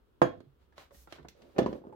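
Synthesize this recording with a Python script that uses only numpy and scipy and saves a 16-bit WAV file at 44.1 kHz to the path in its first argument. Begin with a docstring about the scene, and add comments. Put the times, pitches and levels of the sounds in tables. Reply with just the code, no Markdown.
"""A steel milk pitcher lands on a kitchen counter, right of centre: its base thuds and its wall rings.
Hands take hold of an espresso machine with small taps and soft rubs. The portafilter (the coffee
holder) is twisted against its gasket, breaks loose with a clunk and rattles in its socket,
shaking the housing. A small, quiet kitchen echoes the knocks and taps."""
import sys
import numpy as np
from scipy import signal
from scipy.fft import rfft, irfft
from scipy.io import wavfile
from scipy.ndimage import uniform_filter1d

SR = 44100
rng = np.random.default_rng(int(sys.argv[2]) if len(sys.argv) > 2 else 0)


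def wav_out(sig):
    """Save sig, one row per channel (or a flat mono array), as 16-bit PCM at SR to the path in sys.argv[1]."""
    wavfile.write(sys.argv[1], SR, np.round(np.clip(np.atleast_2d(sig).T, -1, 1) * 32767).astype(np.int16))


N = 85995

TIME = np.arange(N) / SR
FREQS = np.maximum(np.arange(N + 1) * SR / (2 * N), 1)


def from_db(db):
    """Turn decibels into a gain."""
    return 10 ** (np.asarray(db) / 20)


def at_hz(points, hz):
    """Read between a table's rows on a log-frequency axis."""
    f, value = np.transpose(points)
    return np.interp(np.log(hz), np.log(f), value)


def filtered(x, response):
    """Scale and delay each frequency of a sound."""
    return irfft(rfft(x, 2 * N) * response)[..., :N]


def colour(x, spectrum):
    """Give a sound a tone colour; white noise keeps its overall level."""
    gain = from_db(at_hz(spectrum, FREQS))
    cepstrum = irfft(np.log(gain / np.sqrt(np.mean(gain ** 2))))
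    # Fold the filter so that nothing sounds before the hit.
    cepstrum[1:N] *= 2
    cepstrum[N + 1:] = 0
    return filtered(x, np.exp(rfft(cepstrum)))


# How alike the two ears' noise is. Each row: frequency in Hz, likeness (1 is identical).
LIKENESS = [(60, 0.37), (180, 0.87), (400, 0.34), (900, 0.035), (16000, 0.05)]
def noise():
    """White stereo noise, alike in the bass and almost unrelated in the treble."""
    mid, side = rng.standard_normal((2, N))
    alike = at_hz(LIKENESS, FREQS)
    shared = filtered(mid, np.sqrt((1 + alike) / 2))
    return shared + filtered(side, np.sqrt((1 - alike) / 2)) * [[1], [-1]]


def decay(start, fade_s, rise_s=0.00057):
    """Rise quickly, then die away. A fade time is how long it takes to drop 60 dB."""
    age = np.maximum(TIME - start, 0)
    return np.minimum(age / rise_s, 1) * np.exp(-np.log(1000) * age / fade_s)


def bursts(rows, spectrum):
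    """Each hit makes a short burst of coloured noise."""
    return colour(noise() * sum(from_db(db) * decay(start, fade) for start, db, fade in rows), spectrum)


def tones(rows, rise_s):
    """Each row makes one fading tone."""
    return sum(from_db(db) * decay(start, fade, rise_s) * np.sin(2 * np.pi * hz * (TIME - start))
               for start, hz, db, fade in rows)


def ring(blows, modes, alternate=True):
    """Each blow rings an object's own tones (modes); alternating their signs softens the punch."""
    body = sum((-1) ** (k * alternate) * from_db(db) * decay(0, fade) * np.sin(2 * np.pi * hz * TIME)
               for k, (hz, db, fade) in enumerate(modes))
    return filtered(body, sum(from_db(db) * np.exp(-2j * np.pi * FREQS * start) for start, db in blows))


def place(x, pan_db, lead_ms=0):
    """Make the left side louder by pan_db and earlier by lead_ms; negative favours the right."""
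    side = np.array([[.5], [-.5]])
    lead_s = lead_ms / 1000
    return filtered(x, from_db(side * pan_db) * np.exp(2j * np.pi * FREQS * side * lead_s))


def grain(depth_db, size):
    """A random flicker in level, smoothed over size samples, that makes a sound rough."""
    rough = uniform_filter1d(rng.standard_normal(N), size) * np.sqrt(size)
    return from_db(depth_db * rough)


# The quiet kitchen's colour. Each row: frequency in Hz, relative level in dB.
QUIET_COLOUR = [(25, -5), (65, 3), (110, -8.5), (220, -12), (400, -8.5), (650, -21), (1300, -21),
                (2200, -32.5), (3200, -30), (6000, -42.5), (10000, -44), (16000, -38.5)]
def quiet_kitchen():
    """A faint, low, steady noise fills the room."""
    return from_db(-67.5) * colour(noise(), QUIET_COLOUR)


# The base meets the counter. Each row: start in seconds, strength in dB.
PITCHER_CONTACTS = [(0.2167, 2), (0.2231, -9)]
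# Tones of pitcher and counter together. Each row: pitch in Hz, relative level in dB, fade in seconds.
THUD_MODES = [(136.6, -27.5, 0.11), (251.6, -26, 0.036), (352.5, -16, 0.061), (442.6, -23, .06),
              (505.6, -20.5, 0.11), (688, -18, 0.08), (784, -27.5, .06), (1041, -28, 0.066),
              (1075, -22, 0.074), (1337, -32.5, .05), (1684, -27, 0.028)]
# The crack of steel on stone. Each row: frequency in Hz, relative level in dB.
CRACK_COLOUR = [(50, -17), (150, -1.5), (600, 5.5), (1500, -2.5), (2200, -14), (4500, -27.5), (7000, -32),
                (10500, -48), (12500, -38.5), (16000, -47)]
def pitcher_landing():
    """The base lands in two quick contacts, each with a crack and a thud."""
    crack_db, fade_s = -16.5, 0.039
    crack = bursts([(start, crack_db + db, fade_s) for start, db in PITCHER_CONTACTS], CRACK_COLOUR)
    thud = ring(PITCHER_CONTACTS, THUD_MODES)
    return place(thud + crack, pan_db=-3.5, lead_ms=-0.445)


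# The steel wall's tones. Each row: pitch in Hz, relative level in dB, fade in seconds.
WALL_MODES = [(1104, 3, .22), (1308, 1, .23), (2326, -3, .16), (2642, -7, .16), (3273, -1, .28),
              (4199, -6, .16), (4845, -5, .14), (6298, -7, .14), (6395, -9, .18), (6885, -9, .13),
              (7004, -10, .18), (8818, -13, .17), (8940, -18, .17), (9958, -24, .2), (12150, -21, .17),
              (12850, -19, .17), (14900, -22, .15)]
def pitcher_wall():
    """The wall rings on; each tone beats against a close twin, differently in each ear."""
    start, strength_db = PITCHER_CONTACTS[0][0], -48
    sides = []
    for gaps_hz in 23 * rng.uniform(-2.5, 1.5, (2, len(WALL_MODES))):
        twins = [(hz + gap, db - 0.5, fade) for (hz, db, fade), gap in zip(WALL_MODES, gaps_hz)]
        sides.append(ring([(start, strength_db)], WALL_MODES + twins))
    return np.array(sides)


# How long the echo lasts. 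Each row: frequency in Hz, fade in seconds.
ECHO_FADES = [(100, 0.29), (300, 0.32), (1000, 0.22), (4000, 0.3), (14000, 0.11)]
# The echo's colour. Each row: frequency in Hz, relative level in dB.
ECHO_COLOUR = [(60, -7), (200, -6), (500, -7.5), (1300, -12), (3000, -2), (7000, -15.5), (16000, -0.5)]
def kitchen_echo(x):
    """Reflections build up quickly, and each octave dies away at its own pace."""
    delay_s, build_s, lowest_hz = 0.0036, 0.0042, 62.5
    white, tail = rfft(noise(), 2 * N), 0
    octave = np.clip(np.log2(FREQS / lowest_hz), 0, 8)
    for k in range(9):
        hz = lowest_hz * 2 ** k
        fade = at_hz(ECHO_FADES, hz)
        band = irfft(white * np.maximum(1 - abs(octave - k), 0))[:, :N]
        even_energy = np.sqrt(2 * np.log(1000) / (fade * SR))
        tail = tail + band * decay(delay_s, fade) * from_db(at_hz(ECHO_COLOUR, hz)) * even_energy
    build_up = np.clip((TIME - delay_s) / build_s, 0, 1)
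    return filtered(x, rfft(tail * build_up, 2 * N))


# Deep, faint wobbles. Each row: start in seconds, pitch in Hz, level in dB, fade in seconds.
WOBBLES = [(0.26, 98.5, -49.5, 0.52), (0.46, 137, -50.5, 0.22), (0.595, 67.1, -61, 1),
           (0.96, 62.6, -51.5, 0.55), (1.195, 147.8, -51.5, 0.19), (1.21, 65.4, -52, 0.47),
           (1.665, 60, -46, 0.36)]
def counter_wobbles():
    """Counter and machine wobble as the hands let go and push."""
    return place(tones(WOBBLES, rise_s=0.017), pan_db=-5)


# Small contacts. Each row: start in seconds, thump, knock and tick levels in dB, fade in seconds.
TAPS = [(0.375, -47.5, -78, -78, 0.057), (0.4036, -42.5, -52, -61.5, 0.032), (0.723, -91, -66.5, -77, 0.15),
        (0.7798, -63, -45, -46, .025), (0.907, -75, -55.5, -69.5, 0.076), (0.944, -57.5, -62.5, -67, 0.065),
        (1.073, -58.5, -49.5, -66.5, 0.054), (1.1237, -49, -42, -41.5, 0.035),
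        (1.173, -73, -55, -71, 0.037), (1.184, -57, -48.5, -83, 0.069), (1.195, -52, -65, -89, 0.082),
        (1.228, -56, -62, -66.5, 0.045), (1.247, -47.5, -47.5, -83, 0.059),
        (1.2843, -51.5, -58, -45.5, 0.024), (1.419, -69, -62, -59.5, 0.062), (1.7265, -74, -48, -68, .03),
        (1.84, -62, -68, -89, .05), (1.869, -49, -62, -98, 0.028), (1.925, -58, -54, -82, 0.052)]
# The colours of a tap's three parts. Each row: frequency in Hz, relative level in dB.
THUMP_COLOUR = [(40, -11.5), (140, -1.5), (350, -4.5), (700, -19), (2000, -73.5)]
KNOCK_COLOUR = [(150, -12), (400, 5), (650, 5.5), (1350, -0.5), (2100, -8.5), (3000, -33), (8000, -42),
                (16000, -60)]
TICK_COLOUR = [(700, -10.5), (2000, 6.5), (2600, 3), (3500, 7), (6000, -4), (9500, -12.5), (16000, -26)]
def taps():
    """Fingers and loose parts tap, each a blend of soft thump, hollow knock and hard tick."""
    starts, thump_db, knock_db, tick_db, fades = np.transpose(TAPS)
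    parts = (thump_db, THUMP_COLOUR), (knock_db, KNOCK_COLOUR), (tick_db, TICK_COLOUR)
    return sum(bursts(zip(starts, levels, fades), spectrum) for levels, spectrum in parts)


# Small pings. Each row: start in seconds, pitch in Hz, level in dB, fade in seconds.
PINGS = [(0.404, 4180, -65, .05), (0.724, 1690, -68, 0.089), (0.780, 1108, -43, 0.029),
         (0.915, 553, -49.5, 0.071), (0.945, 1885, -59, 0.038), (1.075, 1364, -50, 0.047),
         (1.249, 725, -49.5, 0.041), (1.286, 2060, -57, 0.032), (1.287, 3460, -79, 0.27),
         (1.588, 1750, -25, 0.025), (1.588, 3450, -38, 0.036), (1.662, 990, -28.5, 0.047),
         (1.838, 848, -50, 0.056), (1.926, 856, -47, .09)]
def loose_pings():
    """Small loose parts ring briefly with a rough tone."""
    return tones(PINGS, rise_s=0.0024) * grain(depth_db=3, size=200)


# Sliding strokes. Each row: start and length in seconds, swish and hiss levels in dB.
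RUBS = [(0.6, 0.038, -76, -90), (0.774, 0.051, -56.5, -69), (0.932, 0.099, -75, -63.5),
        (1.1, 0.064, -59, -76.5), (1.358, 0.26, -72, -82), (1.652, 0.12, -69.5, -76.5),
        (1.865, .015, -85, -84)]
# The colours of a rub's two parts. Each row: frequency in Hz, relative level in dB.
SWISH_COLOUR = [(100, -13), (500, 3), (1000, 2.5), (2000, -3), (4000, -5.5), (7000, -18), (16000, -37)]
HISS_COLOUR = [(1000, -6.5), (3500, -2), (6000, 2.5), (9500, -2), (13000, 2.5), (16000, -2)]
def rubs():
    """Skin and cloth slide over steel; each stroke swells, holds and fades."""
    attack_s, release_s = 0.039, 0.057
    swish, hiss = 0, 0
    for start, length, swish_db, hiss_db in RUBS:
        swell = np.clip((TIME - start) / attack_s + .5, 0, 1)
        stroke = swell * np.exp(-2 * np.maximum(TIME - start - length, 0) / release_s)
        swish += from_db(swish_db) * stroke
        hiss += from_db(hiss_db) * stroke
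    rough_swish = noise() * swish * grain(depth_db=1, size=120)
    return colour(rough_swish, SWISH_COLOUR) + colour(noise() * hiss, HISS_COLOUR)


# The handle's snick. Each row: start in seconds, level in dB, fade in seconds.
SNICKS = [(1.2855, -49, 0.036)]
# Its colour. Each row: frequency in Hz, relative level in dB.
SNICK_COLOUR = [(1500, -35), (3500, -2), (6000, 3.5), (8000, -7.5), (10000, -13.5), (13000, -10),
                (16000, -15)]
def handle_snick():
    """The handle's steel gives one sharp, bright click."""
    return bursts(SNICKS, SNICK_COLOUR)


# How loudly the gasket drags. Each row: time in seconds, level in dB.
DRAG_LEVELS = [(1.348, -67.5), (1.459, -56), (1.538, -68.5), (1.598, -31), (1.68, -45.5), (1.75, -46),
               (1.80, -63.5), (1.87, -57.5), (1.95, -58.5)]
# The groan's colour. Each row: frequency in Hz, relative level in dB.
GROAN_COLOUR = [(50, -4), (160, -4), (230, 3), (380, 4.5), (560, 4), (800, -9.5), (1500, -19.5),
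                (4000, -62)]
def gasket_groan():
    """The gasket drags with a low, uneven groan as the handle turns."""
    times, levels = np.transpose(DRAG_LEVELS)
    drag = (TIME > times[0]) * from_db(np.interp(TIME, times, levels))
    return colour(noise() * drag * grain(depth_db=2, size=300), GROAN_COLOUR)


# The portafilter knocks in its socket.
# Each row: start in seconds, blow to the housing in dB, clack level in dB, clack fade in seconds.
KNOCKS = [(1.5622, -33, -45, 0.24), (1.5822, -15, -25, 0.09), (1.5886, 0, -26.5, 0.031),
          (1.6197, -15, -44, 0.035), (1.629, -18, -35.5, 0.034), (1.6613, -7.5, -35, 0.086),
          (1.7020, -30, -49, .04), (1.7285, -18, -38.5, 0.044), (1.756, -25.5, -60, 0.036),
          (1.818, -35, -68, 0.021), (1.851, -29, -72, 0.016), (1.8698, -25.5, -70, 0.012),
          (1.898, -30, -77, 0.026), (1.926, -30.5, -81, .03)]
# The clack's colour. 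Each row: frequency in Hz, relative level in dB.
CLACK_COLOUR = [(50, -14.5), (200, 0.5), (600, 4.5), (1200, -10), (2200, -15), (3400, -19.5), (6300, -25),
                (9500, -39), (16000, -40.5)]
def lug_clacks():
    """The lugs (the portafilter's locking tabs) clack; lighter contacts sound duller."""
    brightest_hz, softening = 17000, .75
    hardest_db = max(db for _, _, db, _ in KNOCKS)
    white, clacks = noise(), 0
    for start, _, db, fade in KNOCKS:
        cutoff_hz = np.clip(brightest_hz * from_db(softening * (db - hardest_db)), 1500, .45 * SR)
        dulled = signal.sosfilt(signal.butter(2, cutoff_hz, fs=SR, output="sos"), white)
        clacks += dulled * from_db(db) * decay(start, fade)
    return colour(clacks, CLACK_COLOUR)


# The machine housing's tones. Each row: pitch in Hz, relative level in dB, fade in seconds.
HOUSING_MODES = [(135, -34, 0.21), (230.9, -25, 0.21), (270, -25, 0.055), (332, -13.5, 0.032),
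                 (380.7, -20.5, 0.052), (502, -22.5, 0.1), (581, -29, 0.078), (676.5, -34.5, 0.084),
                 (879, -32, 0.047), (1010, -29.5, 0.041), (1583, -43, 0.033)]
def housing_clunk():
    """The same knocks shake the housing, which gives off little sound below 140 Hz."""
    body = ring([(start, db) for start, db, _, _ in KNOCKS], HOUSING_MODES, alternate=False)
    return signal.sosfilt(signal.butter(2, 140, "high", fs=SR, output="sos"), body)


def scene():
    """Mix the pitcher, the hands and the portafilter with the kitchen around them."""
    landing = pitcher_landing()
    portafilter = place(lug_clacks() + housing_clunk() + gasket_groan(), pan_db=-2.5, lead_ms=0.352)
    handling = place(taps() + handle_snick() + loose_pings(), pan_db=-2.5, lead_ms=0.12)
    echo = kitchen_echo(from_db(1) * (landing + handling) + portafilter)
    direct = landing + pitcher_wall() + counter_wobbles() + handling + rubs() + portafilter
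    return direct + echo + quiet_kitchen()


def record(dry):
    """Roll off the bass below 35 Hz and cut the treble steeply above 16000 Hz."""
    dry = signal.sosfilt(signal.butter(2, 35, "high", fs=SR, output="sos"), dry)
    return signal.sosfilt(signal.ellip(10, .2, 70, 16000, fs=SR, output="sos"), dry)


dry = scene()
out = record(dry)
wav_out(out)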